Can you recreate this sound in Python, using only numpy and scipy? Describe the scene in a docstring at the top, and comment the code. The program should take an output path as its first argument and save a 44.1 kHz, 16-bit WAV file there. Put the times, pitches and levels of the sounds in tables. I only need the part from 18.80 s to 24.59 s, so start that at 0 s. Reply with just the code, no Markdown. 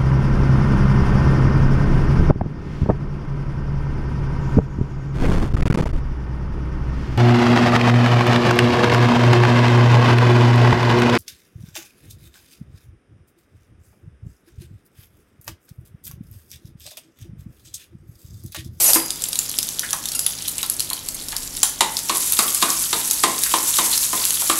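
"""Cashews fry in ghee in a nonstick pan, heard up close over the faint hum of a small kitchen.
First the wet fat flares up, hissing and whistling with steam, and a steel utensil clinks.
The sizzle dies down to single pops of bursting water droplets, with light taps, more clinks and
a few squeaks of vapour. From 3 s on, a spatula turns the nuts about three times a second,
knocking on the pan so that it rings, and the spread fat fizzes up with tiny bubbles."""
import sys
import numpy as np
from scipy import signal
from scipy.fft import rfft, irfft
from scipy.io import wavfile
from scipy.ndimage import uniform_filter1d

SR = 44100
rng = np.random.default_rng(int(sys.argv[2]) if len(sys.argv) > 2 else 0)


def unload_audio(sound):
    """Save the sound as a 16-bit wav file, at the path given as the first command line argument."""
    columns = np.transpose(np.atleast_2d(sound))
    # keep every value between -1 and 1, then stretch to whole-number steps
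    steps = np.round(np.clip(columns, -1, 1) * 32767)
    wavfile.write(sys.argv[1], SR, steps.astype(np.int16))


N = 255339
TIME = np.arange(N) / SR
TOP_HZ = 15600  # the treble is cut above this

# Levels in the tables are relative: the functions add their own gain.
# A colour says how strong each frequency is. t60 is the time a sound takes to fall by 60 dB.
# colour of the kitchen air: f/Hz, level/dB
AIR_COLOUR = [(20, -9), (45, -0.5), (140, -4), (270, 1), (400, -5.5), (750, -8.5), (1300, -12.5),
              (2500, -12.5), (5000, -17.5)]
# tones of the mains hum: f/Hz, level/dB
HUM_TONES = [(48.4, -52), (96.9, -52), (150.7, -50.5)]
# light knocks of utensils and nuts: t/s, level/dB, f/Hz
LIGHT_TAPS = [(.088, -21.5, 680), (0.158, -19.5, 960), (1.032, -25, 1670), (1.132, -24, 1010),
              (1.652, -28, 3370), (1.786, -30.5, 2900), (1.832, -30.5, 1060), (2.11, -29, 1060),
              (2.527, -27.5, 940), (2.831, -26.5, 900), (2.831, -22.5, 3920), (3.881, -27, 1070),
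              (4.662, -26, 1560), (5.131, -19, 4230), (5.418, -32, 1150), (5.62, -28.5, 720)]
# touches of the steel utensil: t/s, level/dB, treble boost/(dB per octave)
STEEL_TOUCHES = [(.138, -17, 3), (1.351, -24, 5), (1.393, -19, 15)]
# the steel's modes (the tones it rings with), one list each: f/Hz, level/dB, t60/s
STEEL_MODE_HZ = [4892, 10165, 10600, 12610, 13390]
STEEL_MODE_DB = [3.5, 7, 13.5, -10, -19]
STEEL_MODE_T60 = [1, 0.47, 0.043, .14, .31]
# modes of the pan on its support, one list each: f/Hz, level/dB, t60/s
PAN_MODE_HZ = [225, 268, 328, 388, 455, 745, 849, 1056, 1222]
PAN_MODE_DB = [-12, -3, 6, -11.5, -12, -7.5, -1, -13.5, 15]
PAN_MODE_T60 = [0.057, 0.83, 0.43, 0.48, 0.72, 0.062, 0.34, 0.28, 0.14]
# one soft nudge of the pan: t/s, level/dB
PAN_NUDGE = (.158, -20.5)
# spatula on the pan: t/s, force/dB, blade f/Hz, thump level/dB, scratch level/dB, scratch f/Hz
SPATULA_STROKES = [(3.007, -4.5, 908, -29.5, -12, 3770), (3.295, -8, 1052, -31.5, -17, 4070),
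                   (3.59, -11, 1160, -28, -18.5, 5080), (3.825, -6.5, 1098, -27.5, -13.5, 3800),
                   (4.129, -18, 950, -31.5, -17, 3600), (4.436, -7, 1056, -25, -13, 3650),
                   (4.738, -4.5, 987, -30.5, -18, 3200), (4.986, -11, 1017, -31, -16.5, 3760),
                   (5.331, -14, 997, -31.5, -30, 5220), (5.697, -6, 1170, -26.5, -16.5, 1490)]
# colours of a thump and of a scratch on the pan: f/Hz, level/dB
THUMP_COLOUR = [(90, -50), (170, -5.5), (300, -5), (520, -5.5), (800, -6), (1300, -15.5), (2200, -7),
                (5000, -49.5)]
SCRATCH_COLOUR = [(500, -15.5), (1300, 0.5), (2000, -2.5), (2600, 0), (3700, 3.5), (5500, -2.5),
                  (8000, 1.5), (12000, -6.5), (16000, -32)]
# vapour buzzing out from under a nut: t/s, f/Hz, length/s, level/dB, treble boost/dB
VAPOUR_SQUEAKS = [(1.349, 1374, 0.019, -20, -4.5), (1.677, 1703, 0.025, -22.5, 14),
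                  (2.27, 3840, .04, -55, -2), (2.344, 2160, 0.014, -25, 5)]
# colour of that buzz: f/Hz, level/dB
VAPOUR_COLOUR = [(600, -21), (1400, -9), (2800, -3.5), (4200, -8), (7000, 3.5), (10500, 8), (13500, 2),
                 (16000, -18)]
# wet fat flares up twice at the start: t/s, length/s, level/dB
FAT_FLARES = [(0, 0.11, -10), (0.141, 0.014, -9)]
# colour of the flare's hiss: f/Hz, level/dB
HISS_COLOUR = [(200, 2.5), (500, -2), (900, -10.5), (1700, -16), (2400, -12.5), (3800, -13), (5000, -9),
               (7000, -7), (11000, -1), (13500, -3.5), (15500, -9)]
# steam whistling in the flare: t/s, f/Hz, length/s, level/dB
STEAM_WHISTLES = [(0.038, 8390, 0.015, -14.5), (0.057, 6900, 0.017, -16), (0.068, 5990, 0.035, -21),
                  (0.085, 8000, 0.014, -20)]
# the loudest bursting droplets: t/s, level/dB, cavity f/Hz, brightness/dB
DROPLET_POPS = [(0.1033, -5, 7140, -9), (0.1331, 4.5, 4860, -10), (0.3052, -4.5, 4970, -23),
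                (0.4208, -10, 7870, -17), (0.4391, -3.5, 7400, -41), (0.4866, -10.5, 4900, -3),
                (0.5304, -6.5, 4600, -43), (0.5561, -4.5, 4100, -12), (0.5895, 0.5, 7230, -37),
                (0.6942, -10.5, 7500, -5), (0.7146, -12, 6070, -5), (0.7869, 0, 5100, -18),
                (0.829, -7, 6200, -22), (0.8889, -7, 6100, -23), (0.9938, -2.5, 6100, -23),
                (1.1069, -8, 7050, -5), (1.1304, -1.5, 6150, -14), (1.2562, -7, 3680, -19),
                (1.287, -9.5, 5650, -32), (1.3179, -10.5, 4620, -23), (1.3924, -3, 7700, -13),
                (1.4642, 2, 3550, -3), (1.6814, -7.5, 4070, -29), (1.7817, -6.5, 7760, -11),
                (1.8296, -6, 3820, -25), (1.8986, 1, 7920, -0.5), (1.9954, -6.5, 4300, -28),
                (2.0038, -3, 5060, -11), (2.1011, -8, 4200, -12), (2.1322, -6, 4550, -15),
                (2.2866, -7, 7600, -20), (2.4847, -11.5, 5330, -32), (2.5652, -6, 5330, -26),
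                (2.769, -10.5, 7390, -19), (2.831, 10, 7320, -27), (3.1686, -4, 5480, -41),
                (3.1901, -8, 6300, -43), (3.3706, -6, 6200, 16), (3.5219, -0.5, 7740, -1),
                (3.5354, -5, 7590, 0), (3.59, 3, 5260, -10), (3.7473, -2.5, 7940, -4),
                (3.9031, -2, 5230, -22), (4.3108, 1.5, 6500, -10), (4.6356, -0.5, 5650, -8),
                (4.9694, -4.5, 7600, -13), (5.1775, -2, 7410, -15), (5.452, 0, 7160, -7),
                (5.5062, -2, 6600, -9)]
# how lively the fat is, low while the nuts lie still and high once stirred: t/s, level/dB
FIZZ_LEVEL = [(.3, -33), (.72, -32.5), (1.08, -31.5), (1.45, -34.5), (1.7, -30.5), (2.05, -36),
              (2.25, -36.5), (2.5, -31), (3.0, -34.5), (3.26, -28), (3.38, -23.5), (3.9, -23), (4.1, -23.5),
              (4.55, -25), (4.7, -22), (4.97, -20.5), (5.3, -23), (5.75, -21.5)]
# colour of the fizz: f/Hz, level/dB
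FIZZ_COLOUR = [(400, -36), (900, -9), (2000, -13.5), (3000, -9), (4200, -6.5), (6300, -3), (8000, 0.5),
               (9300, -4.5), (10700, 3.5), (12500, -1.5), (14500, -18), (16000, -0.5)]


def undb(db):
    """Turn decibels into a gain to multiply by."""
    return 10 ** (np.asarray(db) / 20)


def unit(x):
    """Scale a sound to an average strength (rms) of 1."""
    return x / np.sqrt(np.mean(x ** 2) + 1e-20)


def curve(table):
    """Join a table's (time, value) points with straight lines."""
    times, values = np.transpose(table)
    return np.interp(TIME, times, values)


def colour(x, points):
    """Make each frequency louder or softer, following (f/Hz, level/dB) points."""
    hz, db = np.transpose(points)
    size = 4096
    bin_hz = np.arange(size // 2 + 1) * SR / size
    log_gain = np.log(undb(np.interp(np.log(bin_hz + 1), np.log(hz), db)))
    # fold the filter so that it never sounds before its input does
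    cepstrum = irfft(log_gain)
    cepstrum[1:size // 2] *= 2
    cepstrum[size // 2 + 1:] = 0
    return signal.fftconvolve(x, irfft(np.exp(rfft(cepstrum))))[:len(x)]


def fade(t, t60):
    """Die away by 60 dB every t60 seconds."""
    return undb(-60 * t / t60)


def swell(start, length, db, attack, t60):
    """A loudness shape that rises, holds until its length is up and dies away."""
    age = TIME - start
    return undb(db) * np.clip(age / attack, 0, 1) * fade(np.maximum(age - length, 0), t60)


def resonate(x, hz, q):
    """Make a sound ring at one pitch; a higher q rings longer."""
    return signal.lfilter(*signal.iirpeak(min(hz, .4 * SR), max(q, 1), SR), x)


def ring(modes, t):
    """A struck object: one fading tone for each (f/Hz, level/dB, t60/s) mode."""
    return sum(undb(db) * fade(t, t60) * np.sin(2 * np.pi * (hz * t + rng.random()))
               for hz, db, t60 in modes)


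def peak(x, db, size=176):
    """Scale a sound so that its loudest stretch of `size` samples has this level."""
    return x * undb(db) / np.sqrt(uniform_filter1d(x ** 2, size).max() + 1e-20)


def add(out, start, x):
    """Mix a sound in at `start` seconds."""
    i = int(np.clip(start * SR, 0, N - 1))
    out[i:i + len(x)] += x[:N - i]


def burst(t, t60, tail_db, tail_t60):
    """A crack of noise with a weaker, longer tail."""
    return rng.standard_normal(len(t)) * (fade(t, t60) + undb(tail_db) * fade(t, tail_t60))


def bubbles(rate, spread_db, q, low_hz, high_hz, count=16):
    """About `rate` tiny bubbles burst each second, each ringing at one of `count` pitches."""
    out = 0
    for hz in np.geomspace(low_hz, high_hz, count):
        chance = rng.random(N) * count * SR / rate
        born, kicks = np.flatnonzero(chance < 1), np.zeros(N)
        rarity = np.minimum(-np.log(chance[born]), 4.5)
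        kicks[born] = undb(spread_db * rarity) * (-1) ** born  # spread above 0: rare ones are louder
        out = out + resonate(kicks, hz, q)
    return unit(out)


def background():
    """Steady kitchen air, mains hum and a faint low rumble that swells once."""
    air = unit(colour(rng.standard_normal(N), AIR_COLOUR)) * undb(-42)
    hum = sum(undb(db - 3) * np.sqrt(2) * np.sin(2 * np.pi * (hz * TIME + rng.random()))
              for hz, db in HUM_TONES)
    rumble = unit(colour(rng.standard_normal(N), [(12, 12), (30, 27), (55, 12), (120, -37), (500, -78)]))
    rumble_gain = undb(-65) + swell(start=2.19, length=0.71, db=-49, attack=0.11, t60=0.25)
    return air + hum + rumble * rumble_gain


def room(x, wet_db, t60_low, t60_high):
    """Add the blurred echoes of a small, hard kitchen; the treble dies sooner."""
    t = TIME[:SR // 2]
    low = signal.sosfilt(signal.butter(2, 3000, fs=SR, output="sos"), rng.standard_normal(len(t)))
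    high = signal.sosfilt(signal.butter(2, 3000, "high", fs=SR, output="sos"),
                          rng.standard_normal(len(t)))
    tail = (low * fade(t, t60_low) + high * fade(t, t60_high)) * np.minimum(t / 0.0021, 1)
    return x + undb(wet_db) * signal.fftconvolve(x, tail / np.linalg.norm(tail))[:N]


def knocks():
    """Utensils and nuts make small dull taps, and the nudged pan thumps once."""
    out, t = np.zeros(N), TIME[:SR]
    for start, db, hz in LIGHT_TAPS:
        hit = burst(t, t60=0.082, tail_db=-12.5, tail_t60=0.22)
        contact = colour(hit, [(120, -14), (400, 0.5), (1800, 11.5), (4200, 10.5), (9000, -39)])
        add(out, start, peak(resonate(contact, hz, q=1.3 + hz / 700), db - .5))
    start, db = PAN_NUDGE
    thump = colour(burst(t, t60=0.13, tail_db=-10, tail_t60=0.42), THUMP_COLOUR)
    add(out, start, peak(thump, db - 3))
    return out


def clinks():
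    """Steel rings on after a touch; each touch favours the high modes by its own amount."""
    out, hz = np.zeros(N), np.array(STEEL_MODE_HZ)
    for start, db, tilt_db in STEEL_TOUCHES:
        modes = zip(hz, STEEL_MODE_DB + tilt_db * np.log2(hz / hz[0]), STEEL_MODE_T60)
        add(out, start, peak(ring(modes, TIME[:SR]), db))
    return out


def pan_ring():
    """The pan rings hollow after every stroke; the soft nudge moves mostly its low modes."""
    out, t = np.zeros(N), TIME[:SR]
    modes = list(zip(PAN_MODE_HZ, PAN_MODE_DB, PAN_MODE_T60))
    for start, _, _, thump_db, *_ in SPATULA_STROKES:
        # each stroke lands on a new spot, so the mix of modes changes
        struck = [(hz, db + 3.6 * rng.standard_normal(), t60) for hz, db, t60 in modes]
        add(out, start, peak(ring(struck, t), thump_db + 4))
    start, db = PAN_NUDGE
    low_ring = resonate(ring(modes, t), hz=318, q=3.1) * fade(t, t60=0.71)
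    add(out, start, peak(low_ring, db))
    return out


def spatula():
    """Each stroke rings the blade at a pitch set by the grip, thumps the pan and scratches it."""
    out, t = np.zeros(N), TIME[:SR // 2]
    landing = np.minimum(t / 0.0014, 1)  # the bendy blade takes a moment to settle
    for start, force_db, hz, thump_db, scratch_db, scratch_hz in SPATULA_STROKES:
        blade_t60 = 0.38 * undb(-0.47 * (force_db + 5.5))  # pressing harder stops the ring sooner
        chatter = landing * burst(t, t60=0.03, tail_db=-16, tail_t60=blade_t60)
        blade = resonate(resonate(chatter, hz, q=8.4), hz, q=2.9)
        thump = colour(landing * burst(t, t60=0.013, tail_db=-8, tail_t60=0.39), THUMP_COLOUR)
        scratch = colour(burst(t, t60=0.031, tail_db=-8, tail_t60=0.2), SCRATCH_COLOUR)
        scratch += 0.65 * resonate(scratch, scratch_hz, q=19)
        stroke = peak(blade, force_db - 7.5) + peak(thump, thump_db + 6) + peak(scratch, scratch_db + 4)
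        add(out, start, stroke)
    return out


def squeaks():
    """Vapour flutters through a film of fat: a short, unsteady buzz rich in overtones."""
    out = np.zeros(N)
    for start, hz, length, db, bright_db in VAPOUR_SQUEAKS:
        t = TIME[:int(length * SR)]
        waver = unit(uniform_filter1d(rng.standard_normal(len(t)), size=30))
        phase = 2 * np.pi * np.cumsum(hz * (1 + 0.022 * waver)) / SR
        buzz = sum(np.sin(k * phase + 2 * np.pi * rng.random()) for k in range(1, int(TOP_HZ / hz) + 1))
        jet = colour(unit(buzz) + 0.33 * rng.standard_normal(len(t)), VAPOUR_COLOUR)
        jet = colour(jet, [(2000, 0), (12000, bright_db)])
        shape = np.minimum(t / .001, 1) * np.sqrt(1 - t / length)
        add(out, start, peak(jet * shape, db))
    return out


def flare():
    """Wet fat spits a dense hiss of ringing bubbles, and jets of steam whistle for an instant."""
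    hiss = bubbles(14000, spread_db=-0.5, q=1.5, low_hz=880, high_hz=14400)
    singing = bubbles(930, spread_db=1, q=420, low_hz=4430, high_hz=14170, count=36)
    surge = sum(swell(*row, attack=0.001, t60=0.13) for row in FAT_FLARES)
    out = unit(colour(hiss + singing, HISS_COLOUR)) * surge * undb(-4)
    for start, hz, length, db in STEAM_WHISTLES:
        shape = np.hanning(int(length * SR))
        whistle = unit(resonate(rng.standard_normal(len(shape)), hz, q=110))
        add(out, start, undb(db) * shape * whistle)
    return out


def crackle():
    """Small lone bubbles tick all the time, each at its own pitch, louder when the fat is lively."""
    out, t, fizz_db = np.zeros(N), TIME[:SR // 100], curve(FIZZ_LEVEL)
    for when, size, pitch, ringing in rng.random(size=(800, 4)):
        hz = 3100 * 4 ** (pitch ** .8)
        tick = resonate(burst(t, t60=0.0017, tail_db=-12, tail_t60=0.025), hz, q=3 + 6 * ringing)
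        db = -34.5 + 14 * size ** 3 + 3 * pitch + 0.56 * (fizz_db[int(when * N)] + 32.5)
        add(out, when * N / SR, peak(tick, db, size=44))
    return out


def pops():
    """A water droplet bursts: a snap rings the cavity (the hollow it leaves), then spray splutters."""
    out, t = np.zeros(N), TIME[:SR // 6]
    crack_colour = [(400, -18.5), (2000, -17.5), (3500, -3), (7000, 1.5), (10500, 2), (15500, -12.5)]
    for start, db, hz, bright_db in DROPLET_POPS:
        snap = burst(t, t60=0.0025, tail_db=-15.5, tail_t60=0.019) * np.minimum(t / 0.00062, 1)
        cavity = peak(resonate(snap, hz, q=18.4), -18.5 - 0.07 * bright_db, size=44)  # more if dull
        crack = peak(colour(snap, crack_colour), -10, size=44)
        spit = peak(resonate(resonate(snap, 10300, q=8.5), 11700, q=2.2), bright_db - 4.5, size=44)
        splutter = undb(2.6 * unit(uniform_filter1d(rng.standard_normal(len(t)), size=50)))
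        spray = colour(splutter * burst(t, t60=0.028, tail_db=-0.5, tail_t60=0.28), FIZZ_COLOUR)
        spray_db = db - 20 - 0.24 * max(db - 2, 0)  # spray grows more slowly for the biggest pops
        add(out, start, peak(cavity + crack + spit, db - 7, size=44) + peak(spray, spray_db))
    return out


def sizzle():
    """Countless bubbles fizz; the livelier the fat, the more of them burst and the more it froths."""
    fizz_db = curve(FIZZ_LEVEL)
    lively_db = np.clip(fizz_db + 28.5, -15, 12)
    # bubbles come in flurries a few hundredths of a second long
    flurry = unit(uniform_filter1d(uniform_filter1d(rng.standard_normal(N), size=700), size=700))
    rate = 3000 * undb(0.6 * lively_db + 3.3 * flurry)
    fine = unit(colour(bubbles(rate, spread_db=3, q=2.2, low_hz=1130, high_hz=15800), FIZZ_COLOUR))
    # freshly spread fat froths with tiny, high-pitched bubbles
    froth = bubbles(0.26 * rate, spread_db=0, q=19, low_hz=6130, high_hz=12460)
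    # larger ones simmer around the nuts whatever the spatula does
    simmer = bubbles(350, spread_db=5.5, q=6.8, low_hz=3060, high_hz=6840)
    fizz = fine * undb(-2.5) + froth * undb(0.42 * lively_db - 10)
    return fizz * undb(fizz_db) + simmer * undb(-45.5)


def scene():
    """Frying and stirring echo in the kitchen; ringing metal and the background join without echo."""
    frying = sizzle() + crackle() + flare() + squeaks() + pops()
    kitchen = room(frying + spatula() + knocks(), wet_db=-7, t60_low=0.51, t60_high=0.33)
    return (kitchen + pan_ring() + clinks() + background())[None]


def record(dry):
    """The sharpest pops are flattened at full level, and the highest treble is cut."""
    treble_cut = signal.ellip(10, .2, 80, TOP_HZ, fs=SR, output="sos")
    return signal.sosfilt(treble_cut, np.clip(dry, -1, 1))


dry = scene()
out = record(dry)
unload_audio(out)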